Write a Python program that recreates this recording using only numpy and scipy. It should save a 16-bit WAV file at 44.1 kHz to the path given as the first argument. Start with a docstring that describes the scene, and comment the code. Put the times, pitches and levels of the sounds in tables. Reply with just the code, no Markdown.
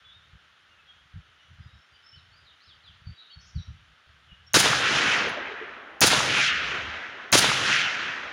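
"""A meadow ringed by woods: a carbine on a tripod fires three shots, a few metres from a small camera.
The hammer ticks (ringing modes plus scrape); the blast overloads the microphone (tanh); banks and trunks
throw it back as shaped noise bands and short slaps, the gun's action rings (short wavelets); a spent case
pings (decaying sines). Cicadas drone (flickering bands of hiss), birds whistle and trill far off (gliding,
warbled sines with a noise smear), puffs of wind thump on the microphone (low swings at uneven moments)."""
import sys
import numpy as np
from scipy import signal
from scipy.io import wavfile
from scipy.ndimage import uniform_filter1d

SR = 44100
rng = np.random.default_rng(int(sys.argv[2]) if len(sys.argv) > 2 else 0)


def persist_wave(psi):
    """Save psi, clipped to +-1, as 16-bit WAV."""
    counts = np.round(np.clip(psi, -1, 1) * 32767).astype(np.int16)
    wavfile.write(sys.argv[1], SR, np.atleast_2d(counts).T)


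N = 366912

BANDS_HZ = 45 * 2 ** np.arange(0, 8.55, 1 / 3)  # third-octave centres of the echo roll


def undb(db):
    """Gain of a level in dB."""
    return 10 ** (np.asarray(db) / 20)


def band(x, hz, octaves=1 / 3):
    """Band-pass; unit white noise comes out at 0 dB per Hz."""
    edges_hz = np.minimum(hz * 2. ** np.array([-octaves / 2, octaves / 2]), .49 * SR)
    sos = signal.butter(2, edges_hz, "bandpass", fs=SR, output="sos")
    return signal.sosfilt(sos, x) * np.sqrt(SR / 2)


def walk(rate_hz, size=N):
    """Random levels held 1 / rate_hz and slewed by two moving averages."""
    k = int(SR / rate_hz)
    steps = np.repeat(rng.standard_normal(size // k + 1), k)
    return 1.3 * uniform_filter1d(uniform_filter1d(steps, k), k)[:size]


def add(out, s, x):
    """Mixes x into out from time s on."""
    i = int(s * SR)
    out[i:i + len(x)] += x[:len(out) - i]


def ring(modes, rise_s):
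    """Struck metal: decaying sines of random phase behind a soft onset."""
    t = np.arange(SR // 5) / SR
    tone = 0
    for hz, db, t60_s in modes:
        tone = tone + undb(db - 60 * t / t60_s) * np.sin(2 * np.pi * (hz * t + rng.random()))
    return tone * (1 - np.exp(-t / rise_s))


def wavelet(s, hz, cycles, db):
    """Short pressure swing centred on time s, as (start s, samples)."""
    turns = np.arange(-2 * cycles, 2 * cycles, hz / SR)
    envelope = np.exp(-(2 * turns / cycles) ** 2)
    return s + turns[0] / hz, -undb(db) * envelope * np.sin(2 * np.pi * turns + 0.43)


def cicadas():
    """A far chorus: narrow bands of hiss, each flickering alone."""
    # spectrum before the whole is levelled: (frequency [Hz], relative density [dB per Hz])
    spectrum = [(82, -35), (140, -13), (393, -14.5), (1060, -10.5), (1370, 0), (2500, -8.5), (3210, -3.5),
                (4410, -17), (6430, -21.5), (8150, -29), (9750, -33), (11200, -44.5), (16000, -41.5)]
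    level_db = -60
    hz_at, db_at = np.transpose(spectrum)
    out = 0
    for hz in 110 * 2 ** np.arange(0, 7.2, 1 / 5):
        db = np.interp(np.log(hz), np.log(hz_at), db_at) + 0.8 * walk(36)
        out = out + undb(db) * band(rng.standard_normal(N), hz, 1 / 5)
    return out / out.std() * undb(level_db)


def birds():
    """Gliding whistles, roughened by a fast warble, smeared by the woods."""
    # calls: (start [s], end [s], start frequency [Hz], end frequency [Hz], level [dB], buzz [0-1])
    calls = [(0.039, 0.135, 3460, 3425, -60, 0.3), (0.097, 0.143, 3680, 3710, -57, 0.2),
             (.71, 0.738, 2820, 2820, -64, 0.1), (0.763, 0.814, 2500, 2700, -64, 0.05),
             (0.867, 0.932, 3300, 3270, -61, 0.25), (1.387, 1.422, 2901, 2950, -64, 0.16),
             (1.4, 1.486, 5800, 5800, -77, 0.07), (1.583, 1.69, 4930, 4920, -72, 0),
             (1.67, 1.771, 3780, 3802, -67, 0), (1.71, 1.86, 5330, 5400, -74.5, 0),
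             (1.91, 1.98, 4740, 4720, -70, 0.1), (1.924, 1.985, 3110, 2940, -61, 0.44),
             (2.02, 2.175, 5250, 5360, -62, 0.1), (2.126, 2.164, 2930, 3080, -57.5, 0.15),
             (2.153, 2.214, 4860, 3420, -65.5, 0.05), (2.31, 2.367, 4230, 4800, -68, 0.03),
             (2.362, 2.4, 4810, 4860, -62.5, 0.03), (2.442, 2.547, 4700, 2700, -62, 0.07),
             (2.478, 2.545, 3850, 3570, -63.5, 0.03), (2.6, 2.648, 3763, 5200, -66, 0.05),
             (2.634, 2.687, 5320, 5070, -65, 0.2), (2.662, 2.739, 4500, 2950, -58.5, 0.17),
             (2.672, 2.72, 4600, 4630, -69, .03), (2.833, 2.919, 4460, 2720, -57, 0.08),
             (2.848, 2.906, 4800, 4710, -68, 0.1), (2.91, 2.959, 3220, 5370, -65, 0.05),
             (3.046, 3.128, 4570, 4580, -59.5, 0.1), (3.145, 3.325, 3900, 3780, -58, 0.25),
             (3.192, 3.26, 4390, 3390, -57, 0.13), (3.302, 3.36, 4470, 4450, -54.5, 0.04),
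             (3.297, 3.331, 2758, 3440, -53, 0.1), (3.396, 3.517, 5580, 5480, -62, 0.8),
             (3.443, 3.509, 6000, 7390, -69, 0.4), (3.53, 3.675, 5680, 5630, -67.5, .4),
             (3.549, 3.622, 4920, 3300, -58.5, 0.05), (3.585, 3.644, 3980, 3830, -59.5, 0.13),
             (4.287, 4.357, 2950, 2867, -59.5, 0.46), (4.462, 4.493, 5605, 5450, -60.5, 0.07)]
    warble_hz, smear_t60_s, smear_db = 393, 0.5, -1.5
    out = np.zeros(N)
    for start, end, from_hz, to_hz, db, buzz in calls:
        u = np.linspace(0, 1, int((end - start) * SR))
        glide_hz = from_hz * (to_hz / from_hz) ** u ** 0.92
        jitter = (.009 + .012 * buzz) * walk(700, len(u))
        warble = .11 * buzz * np.sin(2 * np.pi * warble_hz * (end - start) * u)
        hz = glide_hz * (1 + jitter + warble)
        swell = undb(db + 3.2 * walk(90, len(u))) * np.sin(np.pi * u) ** (0.58 - 0.5 * buzz)
        add(out, start, np.sqrt(2) * swell * np.sin(2 * np.pi * np.cumsum(hz) / SR))
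    t = np.arange(SR // 2) / SR
    smear = rng.standard_normal(len(t)) * undb(-60 * t / smear_t60_s)
    smear = smear / np.sqrt(np.sum(smear ** 2))
    return out + undb(smear_db) * signal.fftconvolve(out, smear)[:N]


def wind_push():
    """Strength of the wind: a faint floor, spells of breeze, puffs strongest towards the front."""
    # spells of light wind: (start [s], end [s], level [dB])
    breeze = [(0, 0.375, -72), (0.747, 1.802, -73), (2.124, 2.461, -65.5), (2.665, 3.118, -69.5),
              (3.37, 3.935, -61.5), (4.064, 4.606, -64), (6.516, 6.987, -53)]
    # puffs: (start [s], level [dB], length [s], stretched to 0.02 if shorter)
    puffs = [(0.327, -44, 0.051), (1.136, -33.5, 0.082), (1.48, -49, 0.1), (1.581, -39, 0.0617),
             (1.643, -39, 0.0543), (1.718, -48, 0.0975), (2.161, -48.5, 0.0315), (2.893, -45, 0.025),
             (3.054, -35.5, 0.0916), (3.357, -40.5, 0.053), (3.543, -23, 0.079), (3.669, -33, 0.099),
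             (4.089, -47, 0.0185), (4.314, -38, 0.022)]
    push = undb(-78.0 + 5.9 * walk(28))  # the air is never quite still
    for start, end, db in breeze:
        add(push, start, undb(db + 3.49 * walk(21.81, int((end - start) * SR))))
    for s, db, length_s in puffs:
        u = np.linspace(0, 1, int(max(length_s, .02) * SR))
        add(push, s, undb(db - 16.0 * u) * np.sin(np.pi * u) ** 0.74)
    return push


def wind():
    """Eddies knock the membrane at uneven moments: band-passed impulses of alternating sign."""
    push = wind_push()
    count = N // 200
    when = np.cumsum(rng.uniform(0.0035, 0.01, count) * SR).astype(int)
    size = (-1.) ** np.arange(count) * undb(4 * rng.standard_normal(count))
    eddies = np.zeros(N)
    eddies[when[when < N]] = size[when < N]
    eddies = signal.sosfilt(signal.butter(2, [50, 140], "bandpass", fs=SR, output="sos"), eddies)
    return signal.sosfilt(signal.butter(5, 200, fs=SR, output="sos"), push * eddies / eddies.std())


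def spent_case():
    """One case pings on something hard: two decaying modes."""
    # modes: (frequency [Hz], level [dB], t60 [s])
    case_modes = [(10750, -48, 0.088), (15750, -63, .06)]
    out = np.zeros(N)
    add(out, 5.287, ring(case_modes, rise_s=0.00103))
    return out


def late_echoes():
    """Details late in the rolls: narrow noise swells, and lone trunks answering sharply in the last one."""
    # swells, low booms and bright patches: (start [s], centre [Hz], length [s], level [dB])
    booms = [(4.96, 1900, .12, -32), (5.138, 1400, 0.064, -29.5), (5.245, 465, 0.054, -35),
             (5.347, 630, 0.062, -38), (5.477, 419, 0.08, -42), (5.593, 413, 0.061, -39.5),
             (6.355, 2360, 0.097, -26.5), (6.714, 410, 0.0615, -39), (7.693, 2070, .11, -29.5),
             (7.832, 2830, 0.052, -27)]
    # lone trunks: (time [s], level [dB])
    cracks = [(7.729, -8), (7.764, -8), (7.817, -12)]
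    out = np.zeros(N)
    for s, hz, length_s, db in booms:
        rumble = band(rng.standard_normal(SR // 4), hz, 0.28)[-int(length_s * SR):]
        add(out, s, undb(db) * rumble / rumble.std() * np.sin(np.linspace(0, np.pi, len(rumble))))
    for s, db in cracks:
        add(out, *wavelet(s, 2434, 1.713, db))
    return out


def hammer(db):
    """Hammer tick: ringing modes with a rough level, plus a short scrape of differenced noise."""
    # modes: (frequency [Hz], relative level [dB], t60 [s])
    hammer_modes = [(6450, 10, 0.016), (9393, 0.5, 0.013), (15410, -10, .02)]
    tick = ring(hammer_modes, rise_s=0.0014)
    t = np.arange(len(tick)) / SR
    scrape = rng.standard_normal(len(t)) * undb(-4.0 - 60 * t / 0.034)
    return undb(db) * (tick * undb(7.0 * walk(1500, len(t))) + np.diff(scrape, prepend=0))


def trunks(size, spread_db):
    """Countless small reflections, a few much stronger than the rest."""
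    x = rng.standard_normal(size) * undb(spread_db * np.minimum(rng.exponential(size=size), 5))
    return x / x.std()


def registers(t, edge_hold_s, bass_s, treble_s, over_s, treble_drop_db):
    """Levels of bass, middle and treble: every arrival rises, holds and falls; then the roll turns thin."""
    # blast, meadow, near bank, far bank, lone stand, deep wood: (after the blast [s], rise [s],
    # hold [s], fall of the middle [dB/s], bass [dB], middle [dB], treble [dB])
    arrivals = [(0, .0015, 0.0261, 699, -21, -16, -22), (0, 0.016, 0.026, 39.5, -32.5, -25, -28),
                (0.045, 0.0101, 0.012, 904, -37, -23, -23.5), (0.087, 0.02, 0.0048, 59, -29.5, -20, -34),
                (.178, 0.00606, .004, 503.5, -48, -49, -91), (0.54, 0.14, 0.075, 20, -35.5, -33, -55)]
    # edge of the wood, its hold set per shot: (after the blast [s], rise [s],
    # fall of the middle [dB/s], bass [dB], middle [dB], treble [dB])
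    edge = (.22, 0.19, 27.5, -33, -21, -41.5)
    pace = np.array([[0.59], [1], [1.69]])  # fall of bass, middle, treble against the middle
    bass_drop_db, middle_share = -8, 0.23  # the middle drops with the treble, by this share of it
    power = 0
    for s, rise_s, hold_s, fall_db_s, *db in [*arrivals, (*edge[:2], edge_hold_s, *edge[2:])]:
        swell = np.sin(np.pi / 2 * np.clip((t - s) / rise_s, 0, 1)) ** 2
        late_s = np.maximum(t - s - rise_s - hold_s, 0)
        power = power + swell * undb(2 * (np.array(db)[:, None] - pace * fall_db_s * late_s))
    thin = np.clip((t - np.array([[bass_s], [treble_s], [treble_s]])) / over_s, 0, 1)
    drop_db = np.array([[bass_drop_db], [middle_share * treble_drop_db], [treble_drop_db]])
    return 10 * np.log10(power + 1e-14) + thin * drop_db


def roar(thinning, same):
    """Blast and echo roll; the bass meets the same trees every shot, the treble scatters anew off leaves."""
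    # colour: (frequency [Hz], density [dB per Hz], share of bass level [-], share of treble level [-])
    colour = [(49, -7.5, 1.576, 0), (136.3, 6, 0.39, 0.5), (298, -0.5, 1.01, 0), (660, 2.5, 1.16, 0),
              (1130, 0, 0.85, 0), (1330, 2.5, 0.25, 0), (2070, -3.5, 0.054, 0.03), (3050, -2.5, 0, 0.164),
              (5536, -1.74, 0, 0.7744), (6373, 5, 0, 0.51), (8500, -3.5, 0.044, 1.76),
              (10150, -3, 0.13, 0.75), (12000, -12.5, 0.6, 2), (13500, -21.5, 0.15, 2.96),
              (15500, -13, 0.59, 1)]
    roll_s = 1.5
    # the strongest region of the roll sinks as the paths grow longer
    crest_from_hz, crest_to_hz, crest_sink_s, crest_octaves, crest_db = 4170, 1410, 0.79, 0.39, 2.5
    t = np.arange(1, int(roll_s * SR)) / SR
    low_db, level_db, high_db = registers(t, *thinning)
    bass_db, treble_db = low_db - level_db, high_db - level_db
    per_hz_db = level_db - 35  # the level is spread over the wide middle band
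    crest_hz = crest_to_hz * (crest_from_hz / crest_to_hz) ** np.exp(-t / crest_sink_s)
    hz_at, *shape = np.transpose(colour)
    leaves = trunks(len(t) + SR // 8, 3.0)
    clump = walk(28, len(t))
    out = 0
    for k, (hz, trees) in enumerate(zip(BANDS_HZ, same)):
        db, bass, treble = (np.interp(np.log(hz), np.log(hz_at), c) for c in shape)
        # share of the fixed trees: grows over 0.07 s, less in the treble
        share = np.clip(t / .07, 0, 1) / (1 + (hz / 1500) ** 2)
        echo = np.sqrt(share) * trees[:len(t)] + np.sqrt(1 - share) * band(leaves, hz)[SR // 8:]
        # stands of trees answer in clumps: patches of level shared by neighbouring bands
        clump = .5 * clump + .87 * walk(28, len(t))
        patchy_db = np.clip(t / .3, 0, 1) * np.exp(-t) * (2.2 + 1.4 * bass) * clump
        db = db + crest_db * np.exp(-(np.log2(hz / crest_hz) / crest_octaves) ** 2)
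        band_db = per_hz_db + db + bass * bass_db + treble * treble_db + patchy_db
        # neighbouring bands meet in opposite phase, so every other one is turned over
        out = out + (-1) ** k * echo * undb(band_db)
    return out


def shots():
    """Three shots: hammer, blast with its echo roll, then short wavelets for slaps and the action's ring."""
    # shots: (blast [s], hammer level [dB], hold of the wood-edge echo [s], bass drops after [s],
    # treble drops after [s], both drop over [s], treble drop [dB])
    firings = [(4.541, -32, 0.19, 0.71, 0.59, 0.28, -20), (6.0139, -19.5, 0.1, 0.38, 0.464, 0.036, -9.5),
               (7.3255, -28, .09, .37, .47, .06, -9.5)]
    # short sounds after each blast: slaps off near trunks and banks, and a ring of the gun's action
    # at 3600 Hz: (after the blast [s], frequency [Hz], length [cycles], level [dB])
    short_sounds = [(.030, 391, 1.47, -9.5), (.067, 930, 1.5, -17), (.090, 1900, 1.9, -11),
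                    (.104, 255, 2.1, -27), (.119, 847, 0.91, -7.5), (.126, 3600, 10, -15),
                    (.192, 1150, 1.9, -11.5)]
    hammer_lead_s = 0.0066
    out = np.zeros(N)
    wood = trunks(2 * SR, 3.2)
    same = [band(wood, hz)[SR // 4:] for hz in BANDS_HZ]
    for s, hammer_db, *thinning in firings:
        add(out, s - hammer_lead_s, hammer(hammer_db))
        add(out, s, roar(thinning, same))
        for delay_s, *swing in short_sounds:
            add(out, *wavelet(s + delay_s, *swing))
    return out


def scene():
    """Everything at one microphone."""
    return (cicadas() + birds() + wind() + spent_case() + late_echoes() + shots())[None]


def record(dry):
    """The microphone port colours the treble, tanh rounds off the blast, an elliptic low-pass cuts the top."""
    # port resonances: (frequency [Hz], width [Hz], level [dB])
    port = [(8013, 2010, -10), (9660, 470, 5.5), (15170, 1100, 6.5)]
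    top_hz = 16000
    for hz, width_hz, db in port:
        dry = dry + (undb(db) - 1) * signal.lfilter(*signal.iirpeak(hz, hz / width_hz, SR), dry)
    rounded = 0.61 * np.tanh(dry / 0.59)
    return signal.sosfilt(signal.ellip(10, .2, 80, top_hz, fs=SR, output="sos"), rounded)


dry = scene()
out = record(dry)
persist_wave(out)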